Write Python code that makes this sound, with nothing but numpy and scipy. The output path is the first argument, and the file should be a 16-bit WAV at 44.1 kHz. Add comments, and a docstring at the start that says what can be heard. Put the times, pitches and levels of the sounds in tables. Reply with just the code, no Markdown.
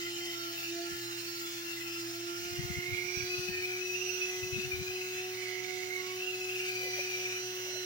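"""A small rotary tool polishes an opal with a soft bristle wheel, close to a phone with two microphone ports.
At first the wheel lies on the stone: shaft orders hum and whine unevenly and the bristles scrape in a hiss.
From about two to three and a half seconds it lifts off, speeds up and runs free, puffing air on the left port.
All along, the hollow between the hands rings in bursts of gliding pitch, made by narrow bands of tool noise.
Near the end fingers rub the stone in soft swells of resonant noise, over faint room noise and mains hum."""
import sys
import numpy as np
from scipy import signal
from scipy.fft import rfft, irfft, next_fast_len
from scipy.io import wavfile
from scipy.ndimage import uniform_filter1d, map_coordinates

SR = 44100
rng = np.random.default_rng(int(sys.argv[2]) if len(sys.argv) > 2 else 0)


def to_wav(sig):
    """Store sig (one row per channel, or 1-D mono) as 16-bit WAV at the path in sys.argv[1].

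    Samples outside -1..1 are clipped; the rate is SR.
    """
    pcm = np.clip(np.atleast_2d(sig), -1, 1) * 32767
    pcm = np.round(pcm).astype(np.int16)
    wavfile.write(sys.argv[1], SR, pcm.T)  # frames by channels


N = 346185

# Mean speed of the shaft. Each row: time in seconds, turns per second.
SHAFT_SPEED = [(0.0, 173.2), (0.3, 172.7), (0.66, 169.6), (0.91, 172.2), (1.03, 172.6), (1.92, 169.7),
               (2.09, 170.4), (2.63, 176.7), (2.85, 178.3), (3.26, 180.7), (3.82, 182.7), (5.02, 184.4),
               (6.48, 184.4), (7.02, 183.7), (7.85, 183.7)]
# Phase between the two ports. Each row: frequency in Hz, radians by which the left port leads.
PORT_LEAD = [(500, 0.78), (800, 1.26), (1200, 3.36), (2000, 1.34), (2700, 4.6), (4050, 4.38), (4740, 4.65),
             (7400, 10.86), (15000, 20.6)]


def amp(db):
    """Decibels to gain."""
    return 10 ** (np.asarray(db) / 20)


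def unit(x):
    """Scaled to rms 1."""
    return x / np.sqrt(np.mean(np.abs(x) ** 2) + 1e-20)


def pair(left, right):
    """A left and a right value as a column, one for each port."""
    return np.array([[left], [right]])


def along(points, hz):
    """(Hz, value) points read on a log frequency axis."""
    f, v = np.transpose(points)
    return np.interp(np.log(hz + 1), np.log(f + 1), v)


def curves(rows):
    """One value per sample for each column after the time."""
    s, *cols = np.transpose(rows)
    return np.array([np.interp(np.arange(N) / SR, s, c) for c in cols])


def wobble(rate):
    """A smooth random curve, rate knots a second."""
    at = np.linspace(0, N, 4000)
    knots = rng.standard_normal(int(N * rate / SR) + 4)
    coarse = map_coordinates(knots, [at * rate / SR])
    return np.interp(np.arange(N), at, coarse)


def filtered(x, response):
    """x shaped by a response that is a function of frequency."""
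    size = next_fast_len(N + SR // 10)
    hz = np.fft.rfftfreq(size, 1 / SR)
    return irfft(rfft(x, size) * response(hz), size)[..., :N]


def angle_of(hz):
    """The running phase of a moving frequency."""
    return 2 * np.pi * np.cumsum(hz) / SR


def swell(s, length):
    """A smooth bump centred on s, down to exp(-2) one length to either side."""
    return np.exp(-2 * np.minimum(((np.arange(N) / SR - s) / length) ** 2, 20))


def tone(angle, lead):
    """A sine of rms 1 at both ports, the left leading by lead radians."""
    return np.sqrt(2) * np.array([np.sin(angle), np.sin(angle - lead)])


def rush(spectrum, patchy_db):
    """Coloured noise of rms 1 with narrow, short-lived strands of random gain, as it reaches the two ports."""
    # Likeness of the two ports. Each row: frequency in Hz, likeness from 0 to 1.
    likeness = [(100, 0.87), (500, 0.27), (1200, 0.56), (2500, 0.27), (4500, 0.75), (8000, 0.056),
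                (15000, 0.15)]
    z = signal.stft(rng.standard_normal((2, N)), nperseg=1024)[2]
    strand = np.outer(np.hanning(6), np.hanning(18))
    field = signal.fftconvolve(rng.standard_normal(z.shape[1:]), strand, "same")
    patchy = z * amp(patchy_db * np.minimum(unit(field), 1.6))
    left, other = signal.istft(patchy, nperseg=1024)[1][:, :N]
    alike = lambda hz: np.clip(along(likeness, hz), 0, 1)
    shared = filtered(left, lambda hz: alike(hz) * np.exp(-1j * along(PORT_LEAD, hz)))
    separate = filtered(other, lambda hz: np.sqrt(1 - alike(hz) ** 2))
    ports = np.array([left, shared + separate])
    return unit(filtered(ports, lambda hz: amp(along(spectrum, hz))))


def level(law, handling):
    """A layer's dB at the two ports, from contact, pressure, the cup of the hands and the turn of the tool."""
    free, *changes = np.array(law)[:, :, None]
    return free + sum(change * control for change, control in zip(changes, handling))


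def narrow(drive, carrier, width_hz):
    """The band of drive around a moving carrier, evened out and held at rms 1."""
    low_pass = signal.butter(3, width_hz / 2, fs=SR, output="sos")
    ring = signal.sosfilt(low_pass, drive / carrier)  # shifted down to 0 Hz
    ring /= np.sqrt(np.abs(uniform_filter1d(np.abs(ring) ** 2, size=2400)) + 1e-12)
    return unit(np.real(ring * carrier))


def resonant_swells(rows, level_db):
    """Short swells of noise, each in one resonance; each port has its own separate noise."""
    out = np.zeros((2, N))
    noise = rfft(rng.standard_normal((2, N)), next_fast_len(N))
    hz = np.linspace(0, SR / 2, noise.shape[1])
    for s, db, length, centre, width in rows:
        band = irfft(noise / (1 + ((hz - centre) / width) ** 2))[:, :N]
        out += amp(db + level_db) * swell(s, length) * unit(band)
    return out


def room(floor_db, mains_db, mains_hz):
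    """Low, coloured room noise and a mains hum that wavers in pitch and level."""
    # Colour of the room noise. Each row: frequency in Hz, relative level in dB.
    room_colour = [(20, -56), (50, -50), (100, -3), (170, -4), (270, -2.5), (430, -5), (560, -40),
                   (800, -12), (2000, -36), (8000, -54)]
    # The low hum briefly dips or swells. Each row: centre in seconds, change in dB, half-length in seconds.
    hum_changes = [(.83, -9, .1), (1.058, 6, 0.24), (2.047, 7, 0.14)]
    mains = tone(angle_of(mains_hz + 1.8 * wobble(14)), lead=0) * amp(pair(-2, 1.5))
    db = mains_db + 1.9 * wobble(16) + 0.7 * wobble(3.1)
    db += sum(change * swell(s, length) for s, change, length in hum_changes)
    return amp(floor_db) * rush(room_colour, patchy_db=0) + amp(db) * mains


def finger_rubs(level_db):
    """Fingers rub the stone: soft swells of friction noise in low resonances, the same at both ports."""
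    # Each row: centre in seconds, level in dB before the trim, half-length in seconds,
    # resonance in Hz, half-width in Hz.
    rubs = [(6.86, -54.5, 0.072, 510, 60.7), (6.99, -50.5, 0.032, 610, 110), (7.216, -63, 0.17, 553, 90),
            (7.602, -69, 0.072, 494, 70.3), (7.687, -62, 0.063, 640, 120), (7.77, -57.5, 0.043, 650, 130)]
    return resonant_swells(rubs, level_db)[0]


def draught(level_db, right_db, low_hz, high_hz, swirl_db, swirl_spread, swirl_hz):
    """Eddies off the wheel hit the left port: brief swings of pressure, each with a low, turbulent wake."""
    # Soft thuds. Each row: centre in seconds, level in dB before filter and trim,
    # half-length in seconds, pitch in Hz.
    puff_rows = [(.918, -43, .01, 165), (0.939, -43, 0.012, 98), (2.405, -44, .03, 115),
                 (2.462, -48, .012, 170), (2.524, -37, 0.016, 110), (2.595, -26, 0.014, 134),
                 (2.646, -28.5, 0.016, 120), (2.705, -27.5, 0.0067, 172), (2.728, -38, .02, 90),
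                 (2.774, -31, .008, 110), (2.786, -29, 0.0065, 134), (2.893, -39, .012, 141),
                 (2.93, -31, 0.017, 110), (3.05, -47, 0.031, 150), (3.174, -29.5, 0.0055, 130),
                 (3.205, -37, 0.008, 130), (3.233, -38, 0.017, 99), (3.392, -35, 0.0099, 115),
                 (3.493, -35, 0.01, 190), (3.52, -43, .02, 90), (3.591, -49, 0.047, 90),
                 (4.38, -46, .012, 120), (4.435, -36.5, .014, 99), (4.465, -39, 0.0092, 135),
                 (4.532, -31, 0.0084, 104.4), (4.565, -32, 0.0088, 129), (4.588, -32.5, 0.013, 213),
                 (4.665, -37.5, 0.033, 127), (4.744, -37, .014, 90), (4.777, -38, .014, 90),
                 (4.802, -33, 0.0099, 100), (4.82, -34, 0.0054, 139), (4.895, -42, .014, 100),
                 (5.181, -53, .02, 90), (5.347, -51, 0.023, 100), (5.764, -55, .014, 90),
                 (5.862, -52, .012, 95)]
    thuds, swirl = np.zeros(N), np.zeros(N)
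    t = np.arange(N) / SR
    for s, db, length, hz in puff_rows:
        near = slice(max(int((s - .2) * SR), 0), int((s + .2) * SR))
        u = t[near] - s
        swing = np.sin(2 * np.pi * (hz * u + rng.uniform()))
        thuds[near] += amp(db) * np.exp(-2 * (u / length) ** 2) * swing
        # the wake comes a little later and lasts longer
        wake_shape = np.exp(-2 * ((u - length / 2) / (swirl_spread * length)) ** 2)
        swirl[near] += amp(db + swirl_db) * wake_shape
    band = lambda hz: 1 / np.sqrt((1 + (low_hz / (hz + 1)) ** 6) * (1 + (hz / high_hz) ** 6))
    wake_colour = lambda hz: band(hz) / (1 + (hz / swirl_hz) ** 2)
    wake = unit(filtered(rng.standard_normal(N), wake_colour))
    air = filtered(thuds + swirl * wake, band)
    return amp(level_db) * air * amp(pair(0, right_db))


def faint_tones(contact, level_db):
    """Thin, slightly wavering tones between the shaft orders, heard once the wheel runs free."""
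    # Each row: pitch in Hz, level in dB before the trim.
    thin_tones = [(270, -72), (941, -75), (1178, -83)]
    out = np.zeros((2, N))
    for hz, db in thin_tones:
        out += amp(db + level_db) * tone(angle_of(hz + wobble(8)), along(PORT_LEAD, hz))
    return (1 - contact) * out


def bright_swells(level_db):
    """Bright hiss swells briefly near 4.7 to 5 kHz as the hands shift: noise in one resonance each."""
    # Each row: centre in seconds, level in dB before the trim, half-length in seconds,
    # resonance in Hz, half-width in Hz.
    swell_rows = [(1.95, -55, 0.1, 5000, 50), (3.3, -51, 0.36, 4670, 180), (6.9, -52.5, 0.41, 4700, 170)]
    return resonant_swells(swell_rows, level_db)


def tool_noise(shaft, tonal, rough):
    """What stirs the hollow: broad noise with the middle shaft orders in it."""
    lines = np.zeros(N)
    for order in range(11, 19):
        lines += np.sin(order * shaft + rough * wobble(40) + rng.uniform(0, 2 * np.pi))
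    return rng.standard_normal(N) + tonal * lines


def hollow(drive, level_db, flutter_db, stray_hz, apart, core_hz, core):
    """The gap between the hands picks gliding bands out of the tool's noise, each with a whistling core."""
    # Bursts, some overlapping. Each row: start and end in seconds, first and last pitch in Hz,
    # bandwidth in Hz, left and right level in dB before trim and flutter.
    burst_rows = [(0, 0.108, 2060, 2040, 150, -48, -44), (0, 0.373, 3065, 3056, 260, -48.5, -57),
                  (0.192, 0.357, 2070, 2030, 150, -50, -49), (0.42, 0.59, 2950, 3030, 240, -49, -66.0),
                  (0.558, 0.718, 2696, 2670, 302, -47, -43.5), (1.105, 1.222, 2730, 2760, 150, -66.0, -48),
                  (1.653, 1.75, 2750, 2720, 220, -45, -54.5), (1.764, 1.833, 2000, 2000, 79, -58.0, -45.5),
                  (1.804, 1.977, 2680, 2710, 340, -44, -54), (2.38, 2.617, 2806, 2850, 110, -58, -51),
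                  (2.52, 2.72, 2110, 2120, 50, -60, -49.5), (2.564, 2.65, 1930, 1890, 180, -55.0, -51),
                  (2.699, 2.86, 2085, 2120, 170, -46.5, -39), (2.852, 3.08, 2145, 2164, 90, -48, -40.5),
                  (2.896, 3.264, 2304, 2357, 200, -72, -38), (3.14, 3.207, 2520, 2570, 120, -66.0, -42.0),
                  (3.255, 3.31, 2300, 2450, 150, -52, -46), (3.295, 3.36, 2486, 2564, 121, -36, -39.5),
                  (3.35, 3.805, 2587, 2440, 192, -40, -57), (3.53, 3.79, 2380, 2320, 103, -40, -40.5),
                  (3.797, 3.973, 2597, 2587, 90.5, -36.5, -47), (3.943, 4.203, 2726, 2700, 200, -59, -37),
                  (3.974, 4.2, 2570, 2530, 101, -46.5, -69), (4.193, 4.304, 2606, 2550, 110, -37.5, -34.0),
                  (4.312, 4.368, 2500, 2500, 180, -42, -45.5), (4.419, 4.482, 2600, 2560, 120, -41, -46),
                  (4.524, 4.667, 2540, 2650, 190, -38, -46), (4.705, 4.767, 2460, 2435, 100, -36.5, -41),
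                  (4.783, 4.845, 2440, 2390, 108, -41.5, -46), (4.865, 4.918, 2440, 2480, 120, -37.5, -43),
                  (4.91, 5.29, 2590, 2636, 240, -42.5, -46), (5.29, 5.347, 2580, 2300, 150, -55, -47),
                  (5.364, 5.893, 2130, 2143, 260, -74, -40), (5.407, 5.455, 2260, 2220, 160, -62, -40),
                  (5.545, 6.15, 2790, 2760, 300, -66.0, -51.5), (5.9, 6.016, 2130, 2150, 110, -47, -36.5),
                  (6.036, 6.154, 2140, 2300, 110, -64, -43.5), (6.17, 6.205, 2270, 2440, 130, -60, -48),
                  (6.182, 6.443, 2660, 2580, 168, -42, -43.5), (6.249, 6.319, 2780, 2730, 90, -49, -35.5),
                  (6.452, 6.679, 2607, 2490, 227.5, -41, -46), (6.488, 6.673, 2810, 2780, 100, -53, -42),
                  (6.575, 7.386, 2366, 2395, 129, -39, -41.5), (6.68, 6.827, 2490, 2440, 130, -39.5, -49),
                  (6.95, 7.85, 2660, 2800, 516, -60, -47), (6.965, 7.13, 2460, 2450, 129, -40.5, -56),
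                  (7.19, 7.379, 2590, 2610, 150, -52, -49), (7.293, 7.394, 2470, 2410, 110, -49.5, -51),
                  (7.452, 7.853, 2650, 2820, 553, -50, -61)]
    later = filtered(drive, lambda hz: np.exp(-1j * along(PORT_LEAD, hz)))  # the right port hears it later
    ports = np.array([drive, later]) + apart * rng.standard_normal((2, N))
    out = np.zeros((2, N))
    for start, end, first_hz, last_hz, width_hz, left_db, right_db in burst_rows:
        edge = abs(0.023 + 0.1 * (end - start))  # fade time in seconds, longer for a long burst
        span = slice(max(int((start - edge) * SR), 0), min(int((end + edge) * SR), N))
        t = np.arange(span.start, span.stop) / SR
        gate = np.clip(np.minimum(t - start, end - t) / edge + .5, 0, 1)
        hz = np.interp(t, [start, end], [first_hz, last_hz]) + stray_hz * wobble(30)[span]
        carrier = np.exp(1j * angle_of(hz))
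        body = narrow(ports[:, span], carrier, width_hz)
        whistle = narrow(ports[:, span], carrier, core_hz)
        flutter = flutter_db * np.tanh(1.44 * wobble(55)[span])
        gain = amp(pair(left_db, right_db) + level_db + flutter)
        out[:, span] += gate * gain * unit(body + core * whistle)
    return out


def wheel(shaft, handling, sanding_db, free_db, fizz_db, casing_db, beat, drift_db, flutter_db):
    """Bristles scrape the stone or beat the air in a fluttering rush, with an uneven pulse twice a turn."""
    # Levels of the rush and of the finest hiss. Each row: left and right dB before the trims; the first
    # row is running free with open hands, then come the changes at full contact, per unit of pressure,
    # with hands fully cupped and with the tool fully turned aside.
    air_law = [(-49, -46), (1, 0.5), (0.5, -0.5), (2, -2), (1.5, 0)]
    fizz_law = [(-58.5, -53.5), (5.5, 0), (4, 1.5), (6, 1.5), (3, 1)]
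    # Colours of the scrape, free whirr, fine hiss and casing rattle.
    # Each row: frequency in Hz, relative level in dB.
    scrape_colour = [(400, -25), (1000, -27), (1700, -2.5), (2100, 0.5), (2450, 1.5), (2800, 4),
                     (3350, -6.5), (4400, -2), (5400, 1.5), (6500, -2.5), (7200, 0), (7650, -12.5),
                     (8500, -9), (11000, -14.5), (14000, -30)]
    whirr_colour = [(400, -36), (1000, -18), (1700, -3.5), (2100, 1.5), (2900, 2), (3400, -1.5),
                    (4500, -0.5), (5600, -1), (6600, 0.5), (7400, -8.5), (8500, -12), (11000, -15),
                    (14000, -21)]
    fizz_colour = [(9000, -19), (13500, -14.5), (14300, -11), (14900, -2.5), (15800, -4.5), (17000, -11)]
    rattle_colour = [(200, -33), (520, -16.5), (700, -0.5), (880, -6), (1040, -10), (1400, 3), (1800, -7),
                     (2300, -22), (4000, -46)]
    contact = handling[0]
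    scrape_db = sanding_db + 0.9 * wobble(35) + 0.9 * wobble(150)
    scrape = amp(scrape_db) * rush(scrape_colour, patchy_db=3.3)
    whirr = amp(free_db + 0.79 * wobble(25)) * rush(whirr_colour, patchy_db=4.0)
    hiss_db = level(air_law, handling) + drift_db * wobble(5.5) + flutter_db * wobble(60)
    hiss = amp(hiss_db) * (np.sqrt(contact) * scrape + np.sqrt(1 - contact) * whirr)
    fine_db = level(fizz_law, handling) + fizz_db + 0.83 * wobble(43) + 0.28 * wobble(9)
    fizz = amp(fine_db) * rush(fizz_colour, patchy_db=2.5)
    rattle = amp(casing_db - 0.5 * contact) * rush(rattle_colour, patchy_db=4.0)  # a touch softer on the stone
    pulse = np.cos(shaft) ** 8 * amp(4 * wobble(120))
    return (hiss + fizz + rattle) * unit(1 + beat * pulse)


def motor(shaft, handling, wander_db, rough, scrape_rough, hum_db, octave_db, whine_db, whine_left_db,
          tremble_db, shudder_db, snag_db, waver_db, surge_db, loaded_db):
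    """Sines at orders of the shaft; each swells and fades, and breaks up more while the bristles drag."""
    # Level of order 2. Each row: left and right dB before the trim; the first row is running free with
    # open hands, then come the changes at full contact, per unit of pressure, with hands fully cupped
    # and with the tool fully turned aside.
    hum_law = [(-49.5, -40.5), (2.5, -0.5), (-4.5, -5), (9, -2.5), (-1.5, -5)]
    # Order 4. Each row: time in seconds, left and right level in dB before trim and waver.
    octave_rows = [(0, -66, -62), (.25, -57, -66), (.4, -68, -57.5), (.7, -65, -64), (.8, -46, -51),
                   (.92, -65, -64.5), (1.95, -74, -71), (2.1, -59.5, -65), (2.4, -56.5, -56.5),
                   (3.3, -59, -56.5), (4.7, -63.5, -56.5), (5.3, -57, -53.5), (5.8, -49.5, -57),
                   (6.4, -60, -52), (6.95, -53, -51.5), (7.85, -65, -58)]
    # Order 32. 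Each row: time in seconds, level in dB before trims and wobble.
    whine_rows = [(0.0, -58), (0.43, -45.5), (0.68, -54), (0.85, -53), (1.08, -57), (1.29, -44.5),
                  (1.56, -61), (2.1, -58), (2.24, -48.5), (2.45, -51), (2.65, -49), (2.89, -53.5),
                  (3.19, -38), (3.28, -49), (3.37, -41.5), (3.58, -51.5), (4.08, -37.5), (4.87, -51.5),
                  (6.02, -50), (6.49, -58), (6.95, -41.5), (7.85, -41.5)]
    # The other orders. Each entry: shaft order, then left and right dB on the stone and left and right dB
    # running free, before trim, wander and snags.
    order_levels = {1: (-79, -75, -68.5, -68), 3: (-96, -81, -74, -73), 5: (-66, -66, -68, -71),
                    6: (-69, -65, -70, -60.5), 7: (-65, -65, -85, -64), 8: (-53, -48.5, -67, -55.5),
                    9: (-74, -74, -60.5, -57.5), 10: (-61, -58.5, -74, -68), 11: (-79, -69, -57, -60.5),
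                    12: (-84, -55, -60, -68), 14: (-65, -57.5, -53, -54), 16: (-55.5, -57, -79, -53.5),
                    16.65: (-75, -75, -63, -62), 18: (-55, -62, -69, -64), 20: (-62, -58.5, -66.5, -59.5),
                    22: (-53.5, -62, -80, -52.5), 24: (-55.5, -68, -61, -57.5), 26: (-65, -53, -60, -59),
                    28: (-59, -60, -79, -77), 30: (-56, -71, -83, -57.5), 34: (-59, -70, -73, -76),
                    36: (-80, -57, -64, -60), 42: (-73, -56, -89, -89), 58: (-81, -76, -87, -67)}
    # One order surges as the tool shifts in the hand. Each row: centre in seconds, half-length in seconds,
    # shaft order, left and right level in dB before trim, wander and snags.
    surge_rows = [(.33, 0.43, 18, -45, -50), (.08, 0.27, 22, -51.5, -55), (0.4, .2, 22, -50, -50),
                  (.48, .14, 26, -56, -46), (0.86, 0.081, 26, -62, -45), (1.15, 0.24, 22, -55, -53),
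                  (0.766, 0.15, 10, -60, -48), (.97, 0.17, 10, -47, -66), (1.124, 0.37, 24, -59, -46),
                  (1.317, 0.29, 26, -60, -47.5), (1.517, 0.14, 20, -46, -57), (1.78, 0.53, 16, -49, -62),
                  (1.96, .32, 30, -51, -49), (2.908, 0.34, 12, -63, -39), (3.297, 0.33, 22, -72, -47.5),
                  (3.41, 0.12, 8, -48.5, -58), (3.22, .14, 9, -53, -50.5), (3.526, 0.052, 9, -50, -48),
                  (3.48, .35, 24, -60, -49), (3.56, 0.11, 10, -57, -46), (4.392, .2, 11, -49, -51),
                  (4.946, 0.54, 22, -71, -49.5), (6.065, 0.23, 6, -65, -51), (6.886, 0.13, 11, -54, -46.5),
                  (7.8, 0.45, 22, -68, -47.5)]
    contact = handling[0]
    shake_db = tremble_db * wobble(23) + shudder_db * (0.3 + 0.43 * contact) * wobble(100)
    out = amp(level(hum_law, handling) + hum_db + shake_db) * tone(2 * shaft, lead=0.19)

    octave_waver = waver_db * np.array([wobble(10), wobble(12)])
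    out += amp(curves(octave_rows) + octave_db + octave_waver) * tone(4 * shaft, lead=1.0)

    whine_level = curves(whine_rows) + whine_db + wobble(13) + pair(whine_left_db, 0)
    whine_angle = 32 * shaft + (.15 + scrape_rough * contact) * wobble(83)
    out += amp(whine_level) * tone(whine_angle, lead=np.pi / 2)

    for order, levels in order_levels.items():
        loaded, free = np.reshape(levels, (2, 2, 1))
        gain = amp(contact * (loaded + loaded_db) + (1 - contact) * free)
        for s, length, which, left_db, right_db in surge_rows:
            if round(which) == order:
                surge = amp(surge_db + pair(left_db, right_db)) * swell(s, length)
                gain = np.maximum(gain, surge)
        db = wander_db * (np.tanh([wobble(7), wobble(7)]) - .4)
        # bristles catch and let go
        db += snag_db * (.5 + .5 * contact) * (np.tanh(2.4 * wobble(30)) - .3)
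        jitter = rough * wobble(70) + scrape_rough * contact * wobble(160)
        angle = order * shaft + jitter + rng.uniform(0, 2 * np.pi)
        lead = along(PORT_LEAD, order * SHAFT_SPEED[-1][1])
        out += gain * amp(db) * tone(angle, lead)
    return out


def scene():
    """The shaft runs slower and less evenly while the wheel touches the stone; the hands steer the levels."""
    # The wheel lies on the stone, then lifts off. Each row: time in seconds, contact from 0 to 1.
    contact_rows = [(0, 1), (2.2, 0.87), (2.6, 0.57), (3.1, 0.13), (3.5, 0.018)]
    # Each row: time in seconds, pressure on the stone (0 usual, 1 bearing down, -1 easing off).
    pressure_rows = [(0, -0.096), (.52, 0.48), (.615, 1.8), (.72, -0.51), (.85, -0.54), (.96, 0.45),
                     (1.1, 0.39), (1.65, 0.65), (1.94, 0.46), (2.04, -0.29), (2.15, 0.23), (2.29, -0.44),
                     (2.41, 0.37), (2.55, -0.14), (2.68, 0.26), (3.1, -0.16)]
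    # Each row: time in seconds, how closely the hands cup the stone (0 open, 1 closed).
    cup_rows = [(0, 0.24), (2.55, 0.31), (3.1, 0.43), (3.35, 0.98), (4.9, 0.86), (5.3, 0.76), (5.68, 0),
                (6.05, 0.45), (6.35, 0.89), (7.25, 0.88), (7.85, 0.62)]
    # Each row: time in seconds, how far the tool is turned aside from 0 to 1.
    turned_rows = [(6.65, 0), (6.9, 0.57), (7.85, 0.34)]
    contact = np.clip(curves(contact_rows)[0], 0, 1)
    handling = contact, curves(pressure_rows)[0], curves(cup_rows)[0], curves(turned_rows)[0]
    unsteady = (0.031 + 0.553 * contact) * wobble(25.09)  # turns per second
    shaft = angle_of(curves(SHAFT_SPEED)[0] + unsteady)

    background = room(floor_db=-65.0, mains_db=-63.0, mains_hz=120.0)
    fingers = finger_rubs(level_db=3.0)
    puffs = draught(level_db=-1.0, right_db=-32, low_hz=58, high_hz=300,
                    swirl_db=-11.5, swirl_spread=2.1, swirl_hz=110)
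    tool = faint_tones(contact, level_db=0.5) + bright_swells(level_db=3.5)
    tool += hollow(tool_noise(shaft, tonal=0.099, rough=0.78), level_db=0.12, flutter_db=2.5,
                   stray_hz=16.5, apart=0.43, core_hz=60, core=0.29)
    tool += wheel(shaft, handling, sanding_db=2.0, free_db=3.0, fizz_db=3.5, casing_db=-57.5,
                  beat=0.19, drift_db=0.23, flutter_db=0.63)
    tool += motor(shaft, handling, wander_db=3.5, rough=0.26, scrape_rough=0.35, hum_db=-0.06,
                  octave_db=-2.5, whine_db=-1.0, whine_left_db=-22, tremble_db=0.47, shudder_db=1.0,
                  snag_db=4.0, waver_db=2.5, surge_db=0.6, loaded_db=0.4)
    return background + fingers + puffs + tool


def record(dry):
    """The phone passes nothing from its band limit of 15.9 kHz upward."""
    return filtered(dry, lambda hz: hz < 15900)


dry = scene()
out = record(dry)
to_wav(out)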